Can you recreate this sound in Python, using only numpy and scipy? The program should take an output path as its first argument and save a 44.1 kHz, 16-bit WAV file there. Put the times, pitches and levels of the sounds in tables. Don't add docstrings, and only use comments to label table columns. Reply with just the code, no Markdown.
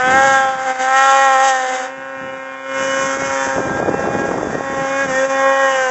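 import sys
import numpy as np
from scipy import signal
from scipy.fft import rfft, irfft
from scipy.io import wavfile
from scipy.ndimage import uniform_filter1d, minimum_filter1d

SR = 44100
rng = np.random.default_rng(int(sys.argv[2]) if len(sys.argv) > 2 else 0)


def store_pcm(level_fs):
    pcm = np.round(np.clip(level_fs, -1, 1) * 32767).astype(np.int16)
    wavfile.write(sys.argv[1], SR, np.atleast_2d(pcm).T)


def voltage_ratio(decibels):
    exponent = np.asarray(decibels, float) / 20
    return 10 ** exponent


N = 260190


def engine(revs, path, orders, hiss_colour, hillside, mismatch, shadow, roar_db, roar_follows, roar_rasp,
           echo, echo_s, spread, lean, jitter, rough, wander_db, gate, crack_share, heard, nose_db):
    # t/s, loss/dB
    hollows = [
        (.525, 3.5),
        (.566, 5),
        (.65, 2.5),
        (.74, 9.5),
        (.776, 11.5),
        (3.18, 5),
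        (5.07, 5),
        (5.28, 6.5),
    ]
    # f/Hz, level/dB per Hz
    roar_colour = [(100, -62.5), (200, -22), (450, -12.5), (700, -8), (1100, -6), (1500, -1), (1950, -6),
                   (2250, -12), (2800, -20), (4200, -21.5)]
    t = np.arange(N) / SR
    (firing_hz,) = in_time(revs)
    engine_db, heading, lag_ms, rasp_db = in_time(path)
    hollow_width_s = 0.016
    for s, loss_db in hollows:
        engine_db = engine_db - loss_db * np.exp(-((t - s) / hollow_width_s) ** 2)

    firings = np.cumsum(firing_hz) / SR + jitter * drift(49)
    tones = crank_tones(firings, firing_hz, engine_db, heading, lag_ms, orders, hillside, mismatch, shadow,
                        echo, echo_s, spread, lean, wander_db, nose_db)
    strength = rng.standard_normal(4000)
    tones *= 1 + rough * np.interp(firings, np.arange(4000), strength)

    puff = 1 + gate * np.cos(2 * np.pi * firings)
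    roar_level_db = roar_db + roar_follows * (engine_db + 26) + roar_rasp * (rasp_db + 12.5)
    roar = voltage_ratio(roar_level_db) * coloured(puff * rng.standard_normal(N), roar_colour)

    cracks = rms_one(np.diff(np.floor(firings), prepend=0))
    rasp = puff * rng.standard_normal(N) + crack_share * cracks
    flicker_db = 1.6 * drift(16)
    hiss = voltage_ratio(engine_db + rasp_db + 1.5 + flicker_db) * coloured(rasp, hiss_colour)
    return (tones + roar + hiss) * np.interp(t, *np.transpose(heard))


def crank_tones(firings, firing_hz, engine_db, heading, lag_ms, orders, hillside, mismatch, shadow,
                echo, echo_s, spread, lean, wander_db, nose_db):
    # t/s, length/s, crank order, gain/dB
    swells = [(0.033, 0.082, 12, 2.5), (0.11, .12, 20, 6.5), (.1, .12, 22, 1.5), (0.34, 0.088, 12, 6),
              (1.53, .12, 14, 2.5), (2.91, 0.22, 22, 9), (2.3, 0.11, 18, 2), (3.045, 0.053, 8, 4),
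              (4.54, 0.036, 14, 8), (5.13, 0.08, 8, -8.5), (5.17, .05, 14, 9.5), (5.197, 0.061, 26, 11),
              (5.228, 0.09, 4, 6.5), (5.55, 0.21, 16, -7.5), (5.55, 0.18, 20, -7), (4.95, .12, 10, -9),
              (3.2, 0.091, 8, -8.5), (5.48, 0.087, 12, 3.5), (2.7, .25, 26, 5), (2.8, 0.15, 6, -6),
              (.18, 0.053, 12, 4.5), (1.3, .12, 10, 1.5), (3.87, 0.14, 12, 3.5), (5.72, 0.06, 22, 3),
              (0.5, 0.11, 14, -6.5)]
    slow = np.arange(0, N, 64)
    t = slow / SR
    (mismatch_db,), (shadow_db,) = in_time(mismatch), in_time(shadow)
    mismatch_db, shadow_db = mismatch_db[slow], shadow_db[slow]
    engine_db, heading, lag_s = engine_db[slow], heading[slow], lag_ms[slow] / 1000
    hood_db = nose_db * np.clip(heading, 0, 2) * np.clip(4 + mismatch_db / 10, 0, 1)

    wander_hz = 5.55
    fade = np.exp(-128 * np.pi * wander_hz / SR)
    noise = rng.standard_normal((len(orders), len(slow) + 200))
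    wander = rms_one(signal.lfilter([1], [1, -2 * fade, fade ** 2], noise)[:, 200:])

    tones, mean_hz = np.zeros(N), firing_hz.mean()
    for k, (_, db, turn_db) in enumerate(orders, 1):
        level_db = db + engine_db + turn_db * heading
        level_db += wander_db * np.sqrt(k / 6) * wander[k - 1]
        if k % 2:
            level_db += mismatch_db
        if k < 4:
            level_db += shadow_db
        if k == 6:
            level_db -= hood_db
        for s, length, order, gain_db in swells:
            if round(order) == k:
                level_db += gain_db * np.exp(-((t - s) / length) ** 2)
        turn = np.pi * k * firing_hz[slow] * lag_s
        comb = np.sqrt(1 + hillside ** 2 - 2 * hillside * np.cos(turn))
        bounce = np.angle(1 + echo * np.exp(-1j * np.pi * k * mean_hz * echo_s))
        phase = np.pi * k * firings + spread * (k - 10) ** 2 - lean + bounce
        tones -= np.sqrt(2) * np.interp(np.arange(N), slow, voltage_ratio(level_db) * comb) * np.cos(phase)
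    return tones


def wind():
    # t/s, peak level/dB
    thumps = [(3.008, -24), (3.17, -9), (3.22, -10), (3.468, -11), (3.562, -5), (3.61, -13), (3.689, -9),
              (3.749, -14), (3.82, -18), (3.859, -1.5), (3.89, -1.5), (3.948, -12), (4.041, -4.5),
              (4.074, -3), (4.153, -5), (4.185, -5), (4.218, -3), (4.254, -3), (4.289, -2), (4.34, -2),
              (4.384, -2.5), (4.43, 0), (4.47, -5.5), (4.53, -5.5), (4.553, -3), (4.607, -1.5), (4.7, -9),
              (4.778, -22), (4.849, -13), (5.059, -11)]
    # f/Hz, level/dB per Hz
    rumble_colour = [(30, -24.5), (60, -11), (120, -3), (200, -1), (350, -2.5), (700, -20.5), (3000, -59.5)]
    # f/Hz, level/dB per Hz
    flutter_colour = [(100, -28), (250, -6), (450, -2), (800, -6.5), (1300, -16), (3000, -40.5)]
    gust_db = gusts()
    rumble_lumps = voltage_ratio(2.0 * np.clip(drift(45), -3, 2.2))
    rumble = coloured(rumble_lumps * rng.standard_normal(N), rumble_colour)
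    flutter_lumps = voltage_ratio(5.6 * np.clip(drift(120), -3, 1.9))
    flutter = coloured(flutter_lumps * rng.standard_normal(N), flutter_colour)
    out = voltage_ratio(gust_db - 1.5) * rumble + voltage_ratio(2.3 * (gust_db + 25) - 21.5) * flutter

    t = np.arange(round(.02 * SR)) / SR
    for (s, peak_db), hz in zip(thumps, rng.uniform(360, 610, len(thumps))):
        at = round(s * SR)
        swell = np.exp(-((t - .0015) * hz / 0.56) ** 2)
        out[at:at + len(t)] += voltage_ratio(peak_db - 5.0) * np.sin(2 * np.pi * hz * t) * swell
    return out


def gusts():
    # t/s, hold/s, level/dB, dying away/(dB/s)
    gust_rows = [(.08, 0.032, -26.5, 35), (0.658, 0.0092, -46.5, 113), (1.479, .01, -58, 254),
                 (1.711, 0.011, -49.5, 75), (1.99, .01, -42, 180), (2.215, 0.012, -35.5, 82),
                 (2.803, 0.0092, -34, 52), (3.008, 0.057, -30.5, 497), (3.172, 0.14, -33.5, 279),
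                 (3.471, .01, -28, 320), (3.58, 0.025, -24, 150), (3.664, 0.24, -24.5, 14),
                 (4.023, 0.537, -26, 110), (4.725, 0.0087, -27.5, 306), (4.782, 0.0044, -27.5, 126),
                 (5.059, .01, -28, 90), (5.296, .01, -36, 598.5), (5.693, .15, -44.5, 109)]
    rise_db_per_s, calm_db = 253.5, -59.5
    t = np.arange(N) / SR
    strongest_db = np.full(N, calm_db)
    for s, hold, db, fall in gust_rows:
        rising_db = rise_db_per_s * np.maximum(s - t, 0)
        falling_db = fall * np.maximum(t - s - hold, 0)
        strongest_db = np.maximum(strongest_db, db - rising_db - falling_db)
    return strongest_db


def gain_control(air):
    over_db = np.maximum(20 * np.log10(np.abs(air) + 1e-9) + 10.3, 0)
    ramp_db = 67.5 * np.arange(N) / SR
    duck_db = np.maximum.accumulate(over_db + ramp_db) - ramp_db
    return .8 * signal.lfilter([.01], [1, -.99], duck_db)


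def rms_one(x):
    return x / np.sqrt(np.mean(x ** 2) + 1e-20)


def in_time(rows):
    s, *columns = np.transpose(rows)
    return [np.interp(np.arange(N) / SR, s, c) for c in columns]


def drift(rate_hz):
    r = np.exp(-40 * np.pi * rate_hz / SR)
    slow = signal.lfilter([1], [1, -2 * r, r * r], rng.standard_normal(N // 20 + 2002))[2000:]
    return np.interp(np.arange(N) / 20, np.arange(len(slow)), rms_one(slow - slow.mean()))


def coloured(x, spectrum):
    hz, db = np.transpose(spectrum)
    grid = np.maximum(np.arange(N // 2 + 1) * SR / N, 1)
    return rms_one(irfft(rfft(x) * voltage_ratio(np.interp(np.log(grid), np.log(hz), db)), N))


def scene():
    # t/s, firing f/Hz
    climb_revs = [
        [(0.0, 252.6), (0.114, 259.6), (0.156, 266.8), (0.254, 271.0), (0.612, 262.2), (0.65, 266.3),
         (0.684, 260), (0.78, 258.8)],
        [(0.79, 258), (1.024, 269.3), (1.234, 271.1), (1.374, 263.4), (1.462, 269.9), (1.534, 261.6),
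         (1.65, 257.7), (1.86, 255.6)],
    ]
    # t/s, engine level/dB, heading (-2..2), hillside echo lag/ms, hiss over engine/dB
    first_pull = [
        (0, -19, 0.79, 0.28, -14),
        (0.08, -14.5, -0.99, 0.18, -13),
        (0.17, -14.5, 0.048, 0.34, -9),
        (0.26, -14, -1.2, 0.37, -11),
        (0.35, -17, 0.52, 0.33, -7.5),
        (0.5, -21, -0.041, 0.48, -14),
        (0.62, -24, -0.95, 0.36, -11),
        (0.7, -18, -1.89, 0.31, -14.5),
    ]
    # t/s, engine level/dB, heading (-2..2), hillside echo lag/ms, hiss over engine/dB
    second_pull = [
        (0.81, -19, -2.4, 0.23, -7),
        (0.88, -20, 0.41, 0.37, -9.5),
        (0.981, -16, 1.43, 0.23, -5),
        (1.2, -16, 1.74, 0.67, -6),
        (1.39, -17.5, 1.4, 0.67, -9),
        (1.47, -17, 1.1, 0.69, 0.5),
        (1.58, -23.5, 1.14, 0.81, -5.5),
        (1.74, -24.5, -1.09, 0.72, -2.5),
        (1.9, -31.5, 0.18, 0.72, -5.5),
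    ]
    # label (unused), level/dB, level per unit of heading/dB
    climb_orders = [(1, -45.0, 1), (1.999, -18.5, -2.5), (3.23, -46, 6), (4.003, -4.9, -0.63),
                    (5.05, -35.5, 1), (6.082, 0.0, 0.24), (7.04, -25.5, -1.5), (8, -8.5, 3),
                    (9.55, -32.5, 3.5), (10, -7, 3), (11, -28.5, 2.5), (12, -6.9, 1), (13, -27.5, 5),
                    (14, -9.5, 3.5), (15, -32.5, 4.5), (16, -15.5, -1.7), (17, -28.5, -2.5), (18, -23, 3.5),
                    (19, -34.5, -3.0), (20, -27.5, 1), (21, -46.5, 5.5), (22, -30, 4), (23, -36.5, 6),
                    (24, -22.5, 0.5), (24, -37, 6), (26, -21, 1.3)]
    # f/Hz, level/dB per Hz
    climb_hiss = [(1800, -32), (2400, -25.5), (3000, -9.5), (3700, -13), (4200, -16.5), (4700, -18),
                  (5500, -19), (6500, -10), (7500, -14), (8200, 3), (9500, -57.5)]
    # t/s, firing f/Hz
    arrive_revs = [(1.9, 266.5), (2.11, 268.6), (2.21, 265.4), (3.15, 269.6), (3.22, 272.3), (3.69, 265.1),
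                   (3.82, 270.3), (3.95, 268.4), (4.23, 272.4), (4.53, 266.5), (4.63, 271.9), (4.87, 269.6),
                   (5.03, 274.7), (5.12, 260.2), (5.26, 269), (5.61, 271), (5.71, 267.8), (5.9, 255.2)]
    # t/s, engine level/dB, heading (-2..2), hillside echo lag/ms, hiss over engine/dB
    arrive_path = [(1.9, -40, 1.4, 0.9, -31), (2.3, -38.5, 1.65, 0.96, -26), (2.621, -40.5, 1.7, 1.09, -26),
                   (2.78, -29.5, 1.86, 1.01, -4.5), (3.06, -30.5, 2.1, 1.04, 2), (3.3, -29, 0.3, 1.16, -2),
                   (3.45, -28, -0.6, 1.03, -3), (3.7, -31, -1, 1.13, -12), (4.0, -29, -0.9, 0.93, -13),
                   (4.25, -31, -0.3, 1.07, -12), (4.5, -33, -3, 1.38, -7.5), (4.7, -29, -0.8, 1.27, -15.5),
                   (5.03, -26, 0.56, 0.977, -7.5), (5.171, -27, 0, 1.46, -6), (5.27, -26.5, 0.5, 0.75, -8),
                   (5.5, -21.5, 0.56, 0.71, -18), (5.72, -23.5, 0.9, .79, -10.5),
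                   (5.9, -26.5, 0.9, .82, -9)]
    # label (unused), level/dB, level per unit of heading/dB
    arrive_orders = [(0.994, -25.5, 2.5), (1.9917, -6.5, 1.3), (2.98, -17, 0.5), (3.999, 2.5, 1.5),
                     (4.88, -30, 7), (6.01, 0.5, -0.7), (6.98, 1.3, -1.5), (7.955, -0.24, 2.5),
                     (9, -11, -0.5), (9.786, -6, 1.5), (10.86, -4, 2.2), (11.956, -1.3, 0), (13, -1.5, -3),
                     (13.904, -5, 2), (15, -23.5, 0.7), (15.9, -12, 4.5), (17.14, -18.5, 2),
                     (17.97, -11.5, 2.5), (19, -24, 1.8), (19.81, -17, 1.5), (21, -28, 4),
                     (21.82, -19.5, 5), (22.2, -21.5, -2.5), (24, -27.5, 3.5), (25, -35.5, 3.8),
                     (26, -22.5, -0.5), (27, -37.5, -0.5), (25.9, -39, 4), (29, -32.5, 0), (30, -37.5, 2.5)]
    # f/Hz, level/dB per Hz
    arrive_hiss = [(1800, -40.5), (2400, -8.5), (3000, -15), (3700, -21), (4700, -18.5), (5500, -8.5),
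                   (6400, -3), (7200, -8.5), (8200, -1.5), (9500, -53)]
    climbing = engine(sum(climb_revs, []), first_pull + second_pull, climb_orders, climb_hiss,
                      hillside=0.39, nose_db=-0.5, mismatch=[(0, 0), (2, 0)], shadow=[(0, 0.01), (2, 0)],
                      roar_db=-29.0, roar_follows=0.32, roar_rasp=0.13, echo=0.43, echo_s=0.001255,
                      spread=0.024, lean=-0.27, jitter=0.0064, rough=0.068, wander_db=0.96, gate=0.21,
                      crack_share=1.1, heard=[(0, 0.94), (1.86, 0.93), (1.92, 0.17)])
    arriving = engine(arrive_revs, arrive_path, arrive_orders, arrive_hiss,
                      hillside=0.3, nose_db=2.0, mismatch=[(3.5, -1), (3.65, -15.5)],
                      shadow=[(5.35, 1), (5.8, -13.5)],
                      roar_db=-28, roar_follows=0.79, roar_rasp=.3, echo=0.86, echo_s=.0011,
                      spread=0.019, lean=1.2, jitter=0.00057, rough=.12, wander_db=1.57, gate=0.092,
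                      crack_share=1.2, heard=[(0, 0), (1.55, 0), (1.75, 1)])
    air = wind()
    return (voltage_ratio(-gain_control(air)) * (climbing + arriving) + air)[None]


def starve(x, under_db, masked_db):
    hz, _, cells = signal.stft(x, SR, nperseg=1024)
    power = uniform_filter1d(np.abs(cells) ** 2, size=2, axis=-2)
    power = uniform_filter1d(power, size=6, axis=-1)
    nearby_top = -minimum_filter1d(-power, size=11, axis=-2)
    faint = power < power.max(axis=-2, keepdims=True) * voltage_ratio(-2 * under_db)
    masked = power < nearby_top * voltage_ratio(-2 * masked_db)
    treble = ((hz > 2150) & (hz < 4600))[:, None]
    cells[(faint | masked) & treble] *= .04
    return signal.istft(cells, SR, nperseg=1024)[1][..., :N]


def band_limit(x):
    return signal.sosfilt(signal.butter(12, 8970, fs=SR, output="sos"), x)


def record(dry):
    gap_hz = [4008, 4230]
    x = signal.lfilter(*signal.iirnotch(4220, 4220 / 450, SR), dry)
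    x = signal.sosfilt(signal.butter(2, gap_hz, "bandstop", fs=SR, output="sos"), x)
    x = signal.sosfilt(signal.cheby2(20, 70, 8250, fs=SR, output="sos"), x)
    x = starve(x, under_db=43, masked_db=13.5)
    mix = np.clip(x, -1, 1)
    return band_limit(mix)


dry = scene()
out = record(dry)
store_pcm(out)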